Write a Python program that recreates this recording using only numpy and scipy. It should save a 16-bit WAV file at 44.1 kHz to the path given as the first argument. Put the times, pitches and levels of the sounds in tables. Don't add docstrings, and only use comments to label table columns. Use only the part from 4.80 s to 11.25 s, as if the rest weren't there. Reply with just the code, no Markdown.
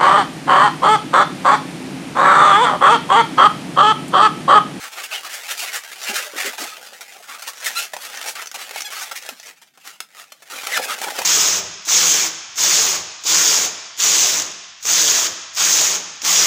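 import sys
import numpy as np
from scipy import signal
from scipy.fft import rfft, irfft
from scipy.io import wavfile
from scipy.ndimage import uniform_filter1d

SR = 44100
rng = np.random.default_rng(int(sys.argv[2]) if len(sys.argv) > 2 else 0)


def put_to_file(sound):
    columns = np.atleast_2d(sound).T
    safe = np.clip(columns, -1, 1)
    whole_steps = np.round(safe * 32767)
    wavfile.write(sys.argv[1], SR, whole_steps.astype(np.int16))


N = 284425
FREQS_HZ = np.maximum(np.fft.rfftfreq(2048, 1 / SR), 1)

# (start [s], end [s], level [dB], centre of skin resonance [Hz], treble shelf [dB])
TWISTS = [(.005, 0.092, -35, 1255, -3.5), (0.159, 0.226, -33, 1220, -7), (0.222, 0.268, -32.5, 2610, 7),
          (0.313, 0.393, -27.5, 2900, -4), (0.428, 0.489, -34.5, 1155, -5.5),
          (0.5, 0.598, -33.5, 1860, 5.5), (0.685, 0.741, -28, 2820, 3), (0.771, .855, -28.5, 2494, 11.5),
          (0.861, 0.906, -29.5, 2230, 0), (0.929, 0.975, -25.5, 1907, 0), (1.259, 1.323, -26.5, 2450, 0),
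          (1.343, 1.416, -24, 1442, 1.5), (1.563, 1.637, -25, 1948, -1), (1.64, 1.699, -24.5, 1923, 0.5),
          (1.781, 1.855, -30, 1144, 3), (2.483, 2.579, -36.5, 1180, -4.5), (2.671, 2.706, -29.5, 1227, 3.5),
          (2.848, 2.894, -22, 1900, 4), (2.947, 3.048, -27.5, 2678, 7.5), (3.235, 3.275, -33, 1258, 3),
          (3.332, 3.426, -36, 1816, -4.5), (3.449, 3.534, -33, 1635, 13), (3.555, 3.623, -35.5, 1227, -7),
          (3.78, 3.841, -35, 1240, -1.5), (3.935, 4.032, -33, 2259, 3.5), (4.119, 4.146, -31, 1380, 1),
          (4.21, 4.251, -30, 1413, 1), (4.353, 4.391, -31, 2278, 9), (5.045, 5.114, -39, 1210, 2),
          (5.349, 5.443, -42, 1301, 0), (5.7, 5.791, -34.5, 1249, 0.5), (5.892, 5.962, -27, 2101, -2.5),
          (5.959, 5.986, -20, 1377, -2), (6.019, 6.06, -27, 2426, 8.5), (6.078, 6.151, -26, 1230, -3)]
# (time [s], level [dB], energy decay time [s], hollow thump shelf [dB])
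SNAP_EVENTS = [(1.733, -34.5, 0.00336, 9.5), (1.783, -31, 0.00255, 11), (2.209, -33.5, 0.0061, -0.5),
               (2.622, -32, 0.00487, -1), (2.845, -31, .002, -13), (3.135, -27.5, 0.0048, 12),
               (3.166, -31, 0.00128, 9), (3.554, -33, 0.0032, 2.5), (3.618, -31, 0.0051, 2.5),
               (3.743, -28.5, 0.01185, 2), (3.91, -34, 0.0012, 9), (3.96, -29.5, 0.00059, 7.5),
               (4.198, -36.5, 0.0015, 0.5), (4.313, -27.5, 0.0069, 7), (4.463, -37.5, 0.00122, 3),
               (4.49, -30, 0.00257, 6), (4.816, -45, 0.024, 0.5), (4.975, -49, 0.00414, 10.5),
               (5.204, -29, 0.000298, -3.5), (5.398, -41, 0.000587, 3), (5.521, -39, 0.0017, 3),
               (5.622, -43.5, 0.00474, 7.5), (5.835, -35, 0.00267, 17), (5.87, -26, 0.0012, -1.5),
               (6.216, -27, 0.0028, 8), (6.238, -26, 0.00266, 11), (6.283, -28, 0.00284, 21),
               (6.388, -23, 0.004, 13.5), (6.417, -26.5, 0.0014, 13.5)]
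# (start [s], end [s], first pitch [Hz], last pitch [Hz], level [dB], overtone slope [dB/octave])
TONE_EVENTS = [(1.281, 1.351, 426.9, 401.2, -35, -5.5), (1.365, 1.415, 459.4, 553, -42, -15.5),
               (1.441, 1.535, 605, 576, -46.5, -12.5), (1.63, 1.686, 396.7, 426.2, -36, -9),
               (1.801, 1.864, 227.3, 446.2, -41.5, -9), (1.851, 1.953, 1257, 1221, -40, -18.5),
               (2.947, 3.014, 1294, 1410, -25.5, -0.5), (3.455, 3.515, 443.6, 456.3, -39, -3.5),
               (3.46, 3.493, 5613, 5846, -34.5, -20), (4.033, 4.095, 827.4, 847.4, -33, -1.5),
               (4.5, 4.558, 309.7, 158.8, -52.5, -15), (5.92, 5.985, 2285, 1345, -26, -4),
               (5.986, 6.058, 858, 822.1, -37, -6)]
# (time [s], level [dB])
PINCH_EVENTS = [(3.359, -40), (3.373, -34), (3.428, -37.5), (3.481, -36.5), (3.659, -37), (3.672, -33.5),
                (3.715, -35.5), (4.007, -30), (4.02, -30), (4.425, -40.5), (4.599, -40.5), (4.63, -46.5),
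                (4.66, -44), (4.67, -42.5)]
# (time [s], level [dB])
NECK_LURCHES = [(1.292, -36.5), (1.535, -38.5), (1.558, -37.5), (1.646, -42.5), (1.674, -40.5),
                (1.798, -39), (1.824, -37.5)]
# (time [s], level [dB])
CREEP_LEVEL = [(0, -41), (1.1, -38), (1.24, -31), (1.46, -39), (1.72, -38), (2.08, -39.5), (2.4, -45),
               (2.83, -39.5), (3.1, -46.5), (3.45, -33), (3.7, -48.5), (3.86, -36), (4.3, -39.5),
               (4.7, -46), (4.77, -60), (5.62, -59), (5.78, -35), (6.45, -31.5)]
# (time [s], level relative to the rubbing [dB])
PALM_LEVEL = [(0, -22), (1.1, -25.5), (1.55, -17), (2.45, -10), (2.85, -26), (3.5, -12), (4.05, -19),
              (5.95, -14), (6.3, -7.5)]
# (frequency [Hz], gain [dB])
LATEX_COLOUR = [(90, -30.5), (170, -24.5), (240, -14), (500, -3), (640, 0), (820, 2), (1040, -4),
                (1300, 2.5), (2500, 1.5), (4200, -1.5), (6900, -2.5), (8500, -6), (15500, -11.5)]
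# (frequency [Hz], gain [dB])
HOLLOW_COLOUR = [(40, -36.5), (145, -25.5), (230, -7), (330, -11.5), (500, 4), (640, -1), (810, 7),
                 (1050, -10.5), (2500, -23)]
# (frequency [Hz], gain [dB])
TUBE_COLOUR = [(60, -40), (150, -28), (215, -0.5), (300, -1), (420, 0), (900, -8), (2500, -67)]

PEAK_SHARE, BITE_SHARE, EASE_SHARE = .42, .45, .32
NOMINAL_SLIPS_PER_S, REFERENCE_DB, DOUBLING_DB = 410, -29, 14
CHATTER_DB, CHATTER_HZ = 1.4, 170
TUBE_DB = -12
RING_DB, RING_WIDTH_OCTAVES, RING_WANDER_OCTAVES = 11, 0.1744, .06
PINCH_DECAY_S, PINCH_RING_HZ, PINCH_BASS_DB = 0.000525, 5994.6, -2
THUMP_DECAY_S = 0.0048
DRAG_DB, DRAG_SPREAD_S = -6, 0.0606
PALM_FLUTTER_DB = 6
TICKS_PER_S, TICK_DB, TICK_SCATTER_DB, TICK_DECAY_S = 10, -2.5, -1.5, 0.000426
SKIN_T60_S, SKIN_DB = 0.0266, 1.5
ROOM_T60_S, ROOM_DB = 0.156, -8
SHIFT_HZ = 9.43
FLOOR_DB = -69
BASS_CUT_HZ, TOP_HZ = 55, 16100


def strokes():
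    out = np.zeros(N)
    step = SR // 40
    for start_s, end_s, level_db, ring_hz, treble_db in TWISTS:
        u = np.linspace(0, 1, int(max(end_s - start_s, .01) * SR))
        swell = np.interp(u, [0, PEAK_SHARE, 1], [BITE_SHARE, 1, EASE_SHARE])
        nominal_rate = NOMINAL_SLIPS_PER_S * 2 ** ((level_db - REFERENCE_DB) / DOUBLING_DB)
        slips_per_s = nominal_rate * (.75 + .35 * swell) * np.exp(.12 * walk(len(u), rate_hz=70))
        push = unit(swell * undb(CHATTER_DB * walk(len(u), rate_hz=CHATTER_HZ)))
        train = push * slips(slips_per_s, jitter=.16, scatter_db=3.0)
        tone_db = spectrum(LATEX_COLOUR) + treble_db * (1 - below(3140)) - 3 * below(1253)
        for i in range(0, len(u), step):
            patch_hz = ring_hz * 2 ** (RING_WANDER_OCTAVES * rng.standard_normal())
            ringing = balloon(train[i:i + step], tone_db + resonance(patch_hz))
            add(out, start_s + i / SR, undb(level_db) * ringing)
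        tube_db = TUBE_DB + np.interp(start_s, *np.transpose(PALM_LEVEL))
        add(out, start_s, undb(level_db + tube_db) * balloon(train, spectrum(TUBE_COLOUR)))
    return out


def pitched_tones():
    out = np.zeros(N)
    for start_s, end_s, first_hz, last_hz, level_db, slope_db in TONE_EVENTS:
        n = int(max(end_s - start_s, .01) * SR)
        pitch_hz = np.linspace(first_hz, last_hz, n) * np.exp(0.02032 * walk(n, rate_hz=228))
        phase = 2 * np.pi * np.cumsum(pitch_hz) / SR
        tone = np.zeros(n)
        for order in range(1, int(TOP_HZ / max(first_hz, last_hz))):
            overtone_db = slope_db * np.log2(order) + 4.44 * walk(n, rate_hz=111.3)
            tone += undb(overtone_db) * np.cos(order * phase)
        faded = unit(tone * signal.windows.tukey(n, .8))
        add(out, start_s, undb(level_db) * balloon(faded, spectrum(LATEX_COLOUR)))
    return out


def snaps():
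    out = np.zeros(N)
    for time_s, level_db, decay_s, thump_db in SNAP_EVENTS:
        tone_db = spectrum(LATEX_COLOUR) + thump_db * below(1177)
        add(out, time_s, undb(level_db) * snap(decay_s, tone_db))
    return out


def pinches():
    out = np.zeros(N)
    tone_db = spectrum(LATEX_COLOUR) + resonance(PINCH_RING_HZ) + PINCH_BASS_DB * below(1236)
    for time_s, level_db in PINCH_EVENTS:
        add(out, time_s, undb(level_db) * snap(PINCH_DECAY_S, tone_db))
    return out


def thumps():
    out = np.zeros(N)
    for time_s, level_db in NECK_LURCHES:
        add(out, time_s, undb(level_db) * snap(THUMP_DECAY_S, spectrum(TUBE_COLOUR)))
    return out


def rubbing():
    rub_db = rubbing_db()
    rasp = slips(430 * np.exp(.4 * walk(N, rate_hz=18)), jitter=.33, scatter_db=3.5)
    rasp *= undb(rub_db + 3.06 * walk(N, rate_hz=49))
    hollow = slips(260 * np.exp(.4 * walk(N, rate_hz=14)), jitter=.4, scatter_db=9.5)
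    hollow *= undb(rub_db + curve(PALM_LEVEL) + PALM_FLUTTER_DB * walk(N, rate_hz=35))
    out = np.zeros(N)
    step = SR // 16
    for i in range(0, N, step):
        ring_db = 0.5 * resonance(2200 * 2 ** (0.786 * rng.standard_normal()))
        skin_db = spectrum(LATEX_COLOUR) + ring_db - 4 * below(575)
        add(out, i / SR, balloon(rasp[i:i + step], skin_db))
        add(out, i / SR, balloon(hollow[i:i + step], spectrum(HOLLOW_COLOUR)))
    return out


def rubbing_db():
    power = np.zeros(N)
    for start_s, end_s, level_db, *_ in TWISTS:
        power[max(int(start_s * SR), 0):int(end_s * SR)] = undb(level_db + DRAG_DB) ** 2
    width = int(DRAG_SPREAD_S * SR)
    drag = uniform_filter1d(uniform_filter1d(power, width), width)
    return 10 * np.log10(undb(curve(CREEP_LEVEL)) ** 2 + np.abs(drag))


def ticks():
    out = np.zeros(N)
    count = int(TICKS_PER_S * N / SR)
    for time_s, size in zip(rng.uniform(0, N / SR, count), rng.standard_normal(count)):
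        creep_db = np.interp(time_s, *np.transpose(CREEP_LEVEL))
        level_db = creep_db + TICK_DB + TICK_SCATTER_DB * min(size, 2)
        add(out, time_s, undb(level_db) * snap(TICK_DECAY_S, spectrum(LATEX_COLOUR)))
    return out


def room_air():
    noise = colour(rng.standard_normal(N), 25 * below(348) - 50 * below(89.2))
    return undb(FLOOR_DB) * unit(noise[:N])


def snap(decay_s, tone_db):
    t = np.arange(int(.02 * SR)) / SR
    stutter = slips(np.full(len(t), 900.), jitter=.4, scatter_db=2.0)
    burst = stutter * np.exp(-t / (2 * max(decay_s, 1e-4)))
    return balloon(unit(burst), tone_db)


def slips(slips_per_s, jitter, scatter_db):
    phase = np.cumsum(slips_per_s) / SR
    chance = rng.standard_normal((int(2 * phase[-1]) + 2, 2))
    waits = np.exp(jitter * chance[:, 0])
    at = np.searchsorted(phase, np.cumsum(waits) - waits[0])
    clicks = np.zeros(len(slips_per_s) + 1)
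    clicks[at] = undb(scatter_db * np.minimum(chance[:, 1], 2))
    return unit(clicks[:-1])


def balloon(x, tone_db):
    y = colour(echoes(x, SKIN_T60_S, SKIN_DB, delay_s=.0004), tone_db)
    y = y * np.sqrt(np.sum(x ** 2) / (np.sum(y ** 2) + 1e-18))
    return echoes(y, ROOM_T60_S, ROOM_DB, delay_s=.004)


def echoes(x, t60_s, level_db, delay_s):
    t = np.arange(int(t60_s * SR)) / SR
    turn = 2 * np.pi * np.cumsum(np.full(len(x), 1 / SR)) * SHIFT_HZ + walk(len(x), rate_hz=37.4)
    out = np.concatenate([x, np.zeros(len(t) - 1)])
    for share in (np.cos(turn), np.sin(turn)):
        cloud = rng.standard_normal(len(t)) * undb(-60 * t / t60_s) * (t > delay_s)
        out = out + undb(level_db) * signal.fftconvolve(x * share, unit(cloud) / np.sqrt(len(t)))
    return out


def colour(x, gain_db):
    cepstrum = irfft(np.log(undb(gain_db)))
    half = len(cepstrum) // 2
    cepstrum[1:half] *= 2
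    cepstrum[half + 1:] = 0
    return signal.fftconvolve(x, irfft(np.exp(rfft(cepstrum)))[:half])


def resonance(hz):
    return RING_DB / (1 + (np.log2(FREQS_HZ / hz) / RING_WIDTH_OCTAVES) ** 2)


def spectrum(points):
    hz, db = np.transpose(points)
    return np.interp(np.log(FREQS_HZ), np.log(hz), db)


def below(hz):
    return 1 / (1 + (FREQS_HZ / hz) ** 4)


def curve(rows):
    return np.interp(np.arange(N) / SR, *np.transpose(rows))


def walk(n, rate_hz):
    at = np.arange(n) * rate_hz / SR
    knots = rng.standard_normal(int(at[-1]) + 2)
    return np.interp(at, np.arange(len(knots)), knots)


def undb(db):
    return 10 ** (np.asarray(db) / 20)


def unit(x):
    return x / np.sqrt(np.mean(x ** 2) + 1e-18)


def add(out, start_s, x):
    i = max(int(start_s * SR), 0)
    out[i:i + len(x)] += x[:max(len(out) - i, 0)]


def scene():
    twisting = strokes() + pitched_tones() + snaps() + pinches() + thumps()
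    handling = rubbing() + ticks()
    return (twisting + handling + room_air())[None]


def record(dry):
    bass_cut = signal.butter(2, BASS_CUT_HZ, "high", fs=SR, output="sos")
    top_cut = signal.ellip(10, .2, 80, TOP_HZ, fs=SR, output="sos")
    return signal.sosfilt(top_cut, signal.sosfilt(bass_cut, dry))


dry = scene()
out = record(dry)
put_to_file(out)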